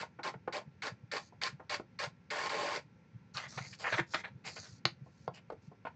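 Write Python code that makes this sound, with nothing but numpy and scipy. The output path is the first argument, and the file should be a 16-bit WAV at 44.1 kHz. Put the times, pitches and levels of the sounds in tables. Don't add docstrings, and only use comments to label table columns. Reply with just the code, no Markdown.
import sys
import numpy as np
from scipy import signal
from scipy.fft import rfft, irfft, next_fast_len
from scipy.io import wavfile
from scipy.ndimage import uniform_filter1d, map_coordinates

SR = 44100
rng = np.random.default_rng(int(sys.argv[2]) if len(sys.argv) > 2 else 0)


def bounce(signal):
    frames = np.transpose(np.atleast_2d(signal))
    limited = np.clip(frames, -1, 1)
    pcm = np.round(limited * 32767).astype(np.int16)
    wavfile.write(sys.argv[1], SR, pcm)


N = 262703
T = np.arange(N) / SR
TOP_HZ = 8300


def undb(db):
    return 10 ** (np.asarray(db) / 20)


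def unit(x):
    return x / np.sqrt(np.mean(x ** 2))


def curve(hz, points):
    f, db = np.transpose(points)
    return np.interp(np.log(hz), np.log(f), db)


def colour(x, response):
    size = 2 * next_fast_len(len(x))
    hz = np.maximum(np.arange(size // 2 + 1) * SR / size, 1)
    cepstrum = irfft(np.log(undb(response(hz))))
    cepstrum[1:size // 2] *= 2
    cepstrum[size // 2 + 1:] = 0
    gain = np.exp(rfft(cepstrum))
    return irfft(rfft(x, size) * gain)[:len(x)]


def below(hz, edge_hz):
    return 1 / (1 + ((hz / edge_hz) ** 2) ** 2)


def resonance(offset, width):
    return 1 / (1 + (2 * offset / width) ** 2)


def held(age, attack_s, hold_s, release_s):
    return np.clip(age / attack_s, 0, 1) * np.exp(-np.maximum(age - hold_s, 0) / release_s)


def noise_burst(t, decay_s):
    return rng.standard_normal(len(t)) * (np.exp(-t / decay_s) - np.exp(-5 * t / decay_s))


def add(out, start, x):
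    i = int(start * SR)
    x, i = x[max(-i, 0):], max(i, 0)
    out[i:i + len(x)] += x[:len(out) - i]


def fibres(size, rate, spread_db):
    slips = rng.random(size) < rate / SR
    strength_db = spread_db * np.minimum(rng.exponential(size=size), 4)
    return unit(slips * rng.standard_normal(size) * undb(strength_db))


def blow(x, db):
    return x * undb(db) / np.sqrt(np.sum(x ** 2) / (SR / 100))


# (start [s], length [s], hiss level [dB], body level relative to hiss [dB])
PUSHES = [(-.02, 0.044, -40, -8), (0.231, 0.057, -39.5, 3.5), (.524, .055, -39, 2), (.82, 0.061, -38, 1.5),
          (1.114, 0.065, -37, -2), (1.414, 0.063, -35, -7.5), (1.694, .06, -35.5, -3.5),
          (1.988, 0.061, -36.5, -2), (2.302, .17, -37, -0.5), (2.492, .28, -37.5, 1)]
# (frequency [Hz], level [dB])
RUB_SPECTRUM = [(71, -29.5), (120, -26.5), (266, -14), (422, -4.5), (580, 0.5), (704, -6.5), (856, 3),
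                (968, -2.5), (1060, 6.5), (1240, -5), (1770, -3), (3340, -14.5), (4510, -15.5),
                (7410, -22.5), (8240, -33.5), (10700, -78), (18100, -120)]
# (frequency [Hz], width [Hz], height [dB])
SURFACE_MODES = [(438, 17, 6.5), (578, 35, 5.5), (713, 30, 2), (774, 99, 0.5), (970, 60, -0.5),
                 (1030, 73, 1), (1155, 360, -3.5), (1360, 16, 4.5), (1610, 28, 2.5), (1840, 7.6, 0),
                 (2272, 50, 5.5), (4700, 600, 5.5)]


def strokes(build_s=0.014, attack_s=0.004, stop_s=0.014):
    def response(hz):
        modes = sum(db * resonance(hz - f, width) for f, width, db in SURFACE_MODES)
        return curve(hz, RUB_SPECTRUM) + modes
    rub = unit(colour(fibres(N, rate=14000, spread_db=1.7), response))
    low_pass = signal.butter(2, 1300, fs=SR, output="sos")
    body = signal.sosfiltfilt(low_pass, rub)
    hiss = rub - body
    out = np.zeros(N)
    for start, length, db, body_db in PUSHES:
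        age = np.maximum(T - start, 0)
        gate = held(age, attack_s, length, stop_s)
        speed = 1 - np.exp(-(age / build_s) ** 2)
        out += undb(db) * gate * (hiss + undb(body_db) * speed * body)
    return out


# (frequency [Hz], level [dB])
GRIP_SPECTRUM = [(200, -28.5), (900, -13.5), (1070, -1), (1300, -3.5), (1900, -5), (2230, 7), (2750, -20),
                 (3500, -6.5), (4500, 1.5), (5500, -22.5), (8500, -36.5)]
GRIP_S, GRIP_DB, GRIP_BASS_DB = 0.0075, -4.5, -4.5


def grips():
    def response(hz):
        return curve(hz, GRIP_SPECTRUM) + GRIP_BASS_DB * below(hz, edge_hz=1500)
    out, t = np.zeros(N), T[:SR // 10]
    for start, _, db, _ in PUSHES:
        squeak = colour(noise_burst(t, GRIP_S), response)
        add(out, start, blow(squeak, db + GRIP_DB))
    return out


# (frequency [Hz], level [dB])
RUMBLE_SPECTRUM = [(18, -65.5), (30, -30), (93, 0.5), (183, 1), (345, -15.5), (540, -15.5), (651, -27.5),
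                   (864, -19.5), (1200, -27), (1350, -32), (1450, -23.5), (2490, -24.5), (3000, -32),
                   (6070, -34.5), (8240, -51), (10700, -89), (18100, -120)]
RUMBLE_DB = -61


def floor(whine_hz=1360, whine_db=-83):
    air = unit(colour(rng.standard_normal(N), lambda hz: curve(hz, RUMBLE_SPECTRUM)))
    whine = unit(np.sin(2 * np.pi * whine_hz * T))
    return undb(RUMBLE_DB) * air + undb(whine_db) * whine


# (time [s], level [dB], bass shelf [dB])
CLICKS = [(1.436, -33, -13.5), (3.371, -39, -27.5), (3.927, -38.5, 29), (4.146, -35, 3.5),
          (4.854, -24.5, -3.5), (5.2785, -60, -18), (5.503, -66, -6)]
# (frequency [Hz], level [dB])
CLICK_SPECTRUM = [(90, -13), (140, -9.5), (700, -3.5), (1400, -6), (2100, -5), (3400, -12), (4100, -2),
                  (4550, -2), (5100, -8), (5800, -24.5), (6500, -17.5), (7400, -40), (8500, -39.5)]
LET_GO_S, LET_GO_DB, LET_GO_BASS_DB = 0.011, -5.5, 1.5


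def snaps(crack_s=0.0029, crack_db=-19):
    out, t = np.zeros(N), T[:SR // 10]
    releases = [(start + length - LET_GO_S, db + LET_GO_DB, LET_GO_BASS_DB)
                for start, length, db, _ in PUSHES]
    for start, db, bass_db in CLICKS + releases:
        def response(hz):
            return curve(hz, CLICK_SPECTRUM) + bass_db * below(hz, edge_hz=2100)
        crackle = undb(crack_db) * rng.standard_normal(len(t)) * np.exp(-t / crack_s)
        pulse = t == 0
        add(out, start, blow(colour(pulse + crackle, response), db))
    return out


# (time [s], level [dB], upper edge [Hz], contact time constant [s])
DESK_TAPS = [(.028, -39, 3100, 0.0076), (.189, -42, 2850, 0.012), (0.339, -45, 3350, 0.0072),
             (0.476, -32.5, 2540, 0.0071), (.615, -52.5, 1490, 0.0061), (1.324, -55.5, 1600, 0.0069),
             (1.597, -47.5, 2190, 0.013), (1.798, -40.5, 1490, 0.0027), (5.062, -56.5, 1300, 0.011),
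             (5.278, -33.5, 1900, 0.0024), (5.501, -40, 1750, .005), (5.52, -41.5, 850, 0.01),
             (5.715, -53.5, 1300, 0.0094), (5.851, -40, 2640, 0.0051), (5.868, -38.5, 2900, 0.0062)]
# (nominal frequency [Hz], level [dB], t60 before damping [s])
DESK_MODES = [(345, -4, .13), (455, -5, .11), (525, -1, .11), (730, -4, .08), (920, -2, .08),
              (1080, 1, .07), (1510, -5, .05), (2300, -9, .05)]
DESK_RING_DB, DESK_DAMPING = -4, 2.4
KNOCK_HZ, KNOCK_WIDTH_HZ, KNOCK_DB = 860, 360, 1.5


def desk_ring(t):
    ring = np.zeros(len(t))
    for hz, db, t60 in DESK_MODES:
        detuned_hz = hz * (1 + 0.011 * rng.standard_normal())
        decay = np.exp(-np.log(1000) * DESK_DAMPING * t / t60)
        ring += undb(db) * decay * np.sin(2 * np.pi * detuned_hz * t)
    return ring


def taps(dull_db=-29, thin_db=-16, top_db=-26, tick_db=8):
    out, t = np.zeros(N), T[:SR // 4]
    for start, db, edge_hz, contact in DESK_TAPS:
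        def response(hz):
            hollow = KNOCK_DB * resonance(hz - KNOCK_HZ, KNOCK_WIDTH_HZ)
            dull = dull_db * (1 - below(hz, edge_hz))
            thin = thin_db * below(hz, edge_hz=350)
            return hollow + dull + thin + top_db * (hz / TOP_HZ).clip(0, 2)
        push = undb(tick_db) * (t == 0) + noise_burst(t, contact)
        knock = blow(colour(push, response), 0)
        desk = blow(signal.fftconvolve(knock, desk_ring(t))[:len(t)], DESK_RING_DB)
        add(out, start, blow(knock + desk, db))
    return out


# (time [s], level [dB])
CLEAR_BUMPS = [(0.35, -45.5), (0.669, -49), (.917, -44), (1.025, -49), (1.525, -45), (2.063, -46),
               (3.144, -43.5), (3.343, -46), (3.56, -40), (3.603, -40), (3.937, -41.5), (3.999, -37),
               (4.31, -48), (4.344, -49), (4.848, -36), (5.015, -42), (5.192, -51), (5.279, -44.5),
               (5.675, -48)]
BUMP_HZ, BUMP_S = 124.8, 0.021
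HANDLING_S, FIDGETS_PER_S, FIDGET_DB, FIDGET_SPREAD_DB = (3.4, 5.1), 7.1, -51, 1


def bumps():
    out, t = np.zeros(N), T[:SR // 4]
    age = t / (BUMP_S / 2)
    envelope = (age * np.exp(1 - age)) ** 2
    begin, end = HANDLING_S
    fidgets = [(begin + (k + rng.random()) / FIDGETS_PER_S, FIDGET_DB + FIDGET_SPREAD_DB * rng.standard_normal())
               for k in range(int((end - begin) * FIDGETS_PER_S))]
    for start, db in CLEAR_BUMPS + fidgets:
        chance = rng.standard_normal(3)
        hz = BUMP_HZ * (1 + 0.11 * chance[0])
        swing = np.sin(2 * np.pi * hz * t)
        swing += 0.49 * np.sin(2 * np.pi * 172 * t + chance[1])
        swing += 0.13 * np.sin(2 * np.pi * 104 * t + chance[2])
        add(out, start, undb(db) * unit(swing) * envelope)
    return out


# (start [s], length [s], starting level [dB], swell or fade [dB/s])
FINGER_SWIPES = [(1.189, 0.1, -62.5, -64), (3.336, .125, -51.5, -76), (3.474, .28, -54.5, -14),
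                 (3.774, 0.23, -60, 37), (4.059, 0.044, -70, 82), (4.102, 0.11, -53.5, -31),
                 (4.448, 0.097, -49, -85), (4.552, .24, -48.5, -89), (5.032, 0.23, -81.5, 41),
                 (5.334, 0.027, -61.5, -25), (5.61, .07, -77, 9)]
# (frequency [Hz], level [dB])
HISS_SPECTRUM = [(600, 1), (1800, 0.5), (3000, -9), (4500, 11.5), (5500, 7), (6500, 8), (7500, -1),
                 (8500, -16)]
SWIPE_ATTACK_S, SWIPE_RELEASE_S = 0.014, 0.0044


def slide():
    speed, t = np.zeros(N), T[:SR // 2]
    for start, length, db, db_per_s in FINGER_SWIPES:
        swell = undb(db + db_per_s * np.minimum(t, length))
        add(speed, start, swell * held(t, SWIPE_ATTACK_S, length, SWIPE_RELEASE_S))
    hiss = unit(colour(fibres(N, rate=3200, spread_db=1.0), lambda hz: curve(hz, HISS_SPECTRUM)))
    return speed * hiss


# (start [s], length [s], level [dB], resonance at mid-scrape [Hz])
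EDGE_SCRAPES = [(3.344, 0.059, -51, 1300), (3.385, 0.081, -47, 2080), (3.518, 0.062, -56.5, 1230),
                (3.604, 0.062, -54.5, 2150), (3.883, 0.072, -41, 1660), (4.159, 0.045, -47, 2060),
                (4.241, 0.02, -48.5, 1940), (4.257, 0.028, -53.5, 880), (4.44, 0.062, -51.5, 2340),
                (4.623, 0.061, -59, 1520), (5.337, 0.0496, -60, 2830), (5.851, .028, -55, 2440)]
# (frequency [Hz], level [dB])
SHEET_SPECTRUM = [(100, -11), (260, -22.5), (450, -1), (900, 4), (1600, -2), (2500, -3), (4000, -6.5),
                  (6500, -23), (7500, -21.5), (8500, -39)]
SCRAPE_ATTACK_S, SCRAPE_RELEASE_S, SCRAPE_GLIDE_PER_S = 0.0068, 0.0088, -0.8
SCRAPE_NASAL_DB, SCRAPE_WIDTH = 11, 0.22


def scrapes(bass_db=-6, treble_db=-7):
    out, t = np.zeros(N), T[:SR // 4]
    for start, length, db, centre_hz in EDGE_SCRAPES:
        def response(hz):
            nasal = SCRAPE_NASAL_DB * resonance(hz / centre_hz - 1, SCRAPE_WIDTH)
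            shelves = bass_db * below(hz, edge_hz=230) + treble_db * (1 - below(hz, edge_hz=4400))
            return curve(hz, SHEET_SPECTRUM) + nasal + shelves
        slips = unit(colour(fibres(len(t), rate=1900, spread_db=-1.0), response))
        pace = np.exp(SCRAPE_GLIDE_PER_S * (t - length / 2))
        slips = map_coordinates(slips, [np.cumsum(pace)], order=3)
        add(out, start, undb(db) * held(t, SCRAPE_ATTACK_S, length, SCRAPE_RELEASE_S) * slips)
    return out


# (start [s], rise [s], hold [s], level [dB], bass shelf [dB], treble shelf [dB])
BENDS = [(3.345, 0.032, 0.0075, -40.5, -4, 2), (3.571, .007, 0.01, -37, 0, -5.5),
         (3.724, 0.0055, .008, -50.5, -25, -4), (3.787, 0.011, 0.037, -49.5, 7.5, 19),
         (3.832, .012, 0.043, -33, -7, -37), (3.921, 0.0056, 0.0176, -31, -5.5, -8.5),
         (3.964, 0.021, 0.015, -30, 2, -9.5), (4.133, 0.012, .005, -29, -4, -2),
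         (4.235, 0.0058, 0.0128, -41.5, -8, -19), (4.437, .028, 0.0228, -46, 4.5, 17),
         (4.557, 0.0098, .016, -46.5, 0.5, -6), (5.344, 0.027, 0.01, -57.5, -3, 8)]
FLEX_RING_HZ, FLEX_RING_SCATTER = 1660, 0.13


def flexes(settle_s=0.0079, sag=0.12, ring_db=5, ring_width=0.6):
    out, t = np.zeros(N), T[:SR // 4]
    for start, rise, hold, db, bass_db, treble_db in BENDS:
        ring_hz = FLEX_RING_HZ * np.exp(FLEX_RING_SCATTER * rng.standard_normal())

        def response(hz):
            ring = ring_db * resonance(hz / ring_hz - 1, ring_width)
            shelves = bass_db * below(hz, edge_hz=1110) + treble_db * (1 - below(hz, edge_hz=3800))
            return curve(hz, SHEET_SPECTRUM) + ring + shelves
        crackle = unit(colour(fibres(len(t), rate=3500, spread_db=-1.0), response))
        tension = np.exp(-np.maximum(t - rise - hold, 0) / settle_s)
        pace = 1 - sag * (1 - tension)
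        crackle = map_coordinates(crackle, [np.cumsum(pace)], order=3)
        add(out, start, undb(db) * np.minimum(t / rise, 1) ** 1.47 * tension * crackle)
    return out


# (time [s], level [dB])
SHEET_BOOMS = [(3.986, -30.5), (4.143, -43), (4.854, -38)]
BOOM_HZ, BOOM_T60_S = 339, 0.11


def booms(rise_s=0.005):
    out, t = np.zeros(N), T[:SR // 4]
    swing = held(t, rise_s, rise_s, BOOM_T60_S / np.log(1000)) * np.sin(2 * np.pi * BOOM_HZ * t)
    for start, db in SHEET_BOOMS:
        add(out, start, undb(db) * swing)
    return out


def sweep(x, lag_s=0.0006, wander=0.55, rate_hz=8, echo=0.35):
    places = rng.uniform(-0.98, 1, size=200)
    path = np.interp(T * rate_hz, np.arange(len(places)), places)
    lag = lag_s * np.exp(wander * path)
    reflected = map_coordinates(x, [(T - lag) * SR], order=3)
    return (x + echo * reflected) / np.sqrt(1 + echo ** 2)


ROOM_T60_S, ROOM_DB = 0.14, -8.5


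def room(x):
    t = T[:SR // 3]
    tail = rng.standard_normal(len(t)) * undb(-60 * t / ROOM_T60_S) * (t > 0.0025)
    tail *= undb(ROOM_DB) / np.sqrt(np.sum(tail ** 2))
    return (x + signal.fftconvolve(x, tail)[:N]) / np.sqrt(1 + undb(ROOM_DB) ** 2)


def scene():
    pushed = sweep(strokes(), lag_s=0.000693, wander=1.2, rate_hz=14) + grips()
    in_hand = sweep(flexes() + scrapes() + slide())
    reverberant = room(pushed + in_hand + snaps() + taps())
    return (reverberant + booms() + bumps() + floor())[None]


def record(dry, gate_db=-76, depth_db=-5):
    high_pass = signal.butter(3, 75, "high", fs=SR, output="sos")
    thin = signal.sosfilt(high_pass, dry)
    treble_pass = signal.butter(2, 3000, "high", fs=SR, output="sos")
    treble = signal.sosfiltfilt(treble_pass, thin)
    power = uniform_filter1d(treble ** 2, int(0.012 * SR))
    faint = 1 / (1 + power / undb(gate_db) ** 2)
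    quieted = thin - treble * (1 - undb(depth_db * faint))
    low_pass = signal.ellip(8, 0.2, 70, TOP_HZ, fs=SR, output="sos")
    return signal.sosfilt(low_pass, quieted)


dry = scene()
out = record(dry)
bounce(out)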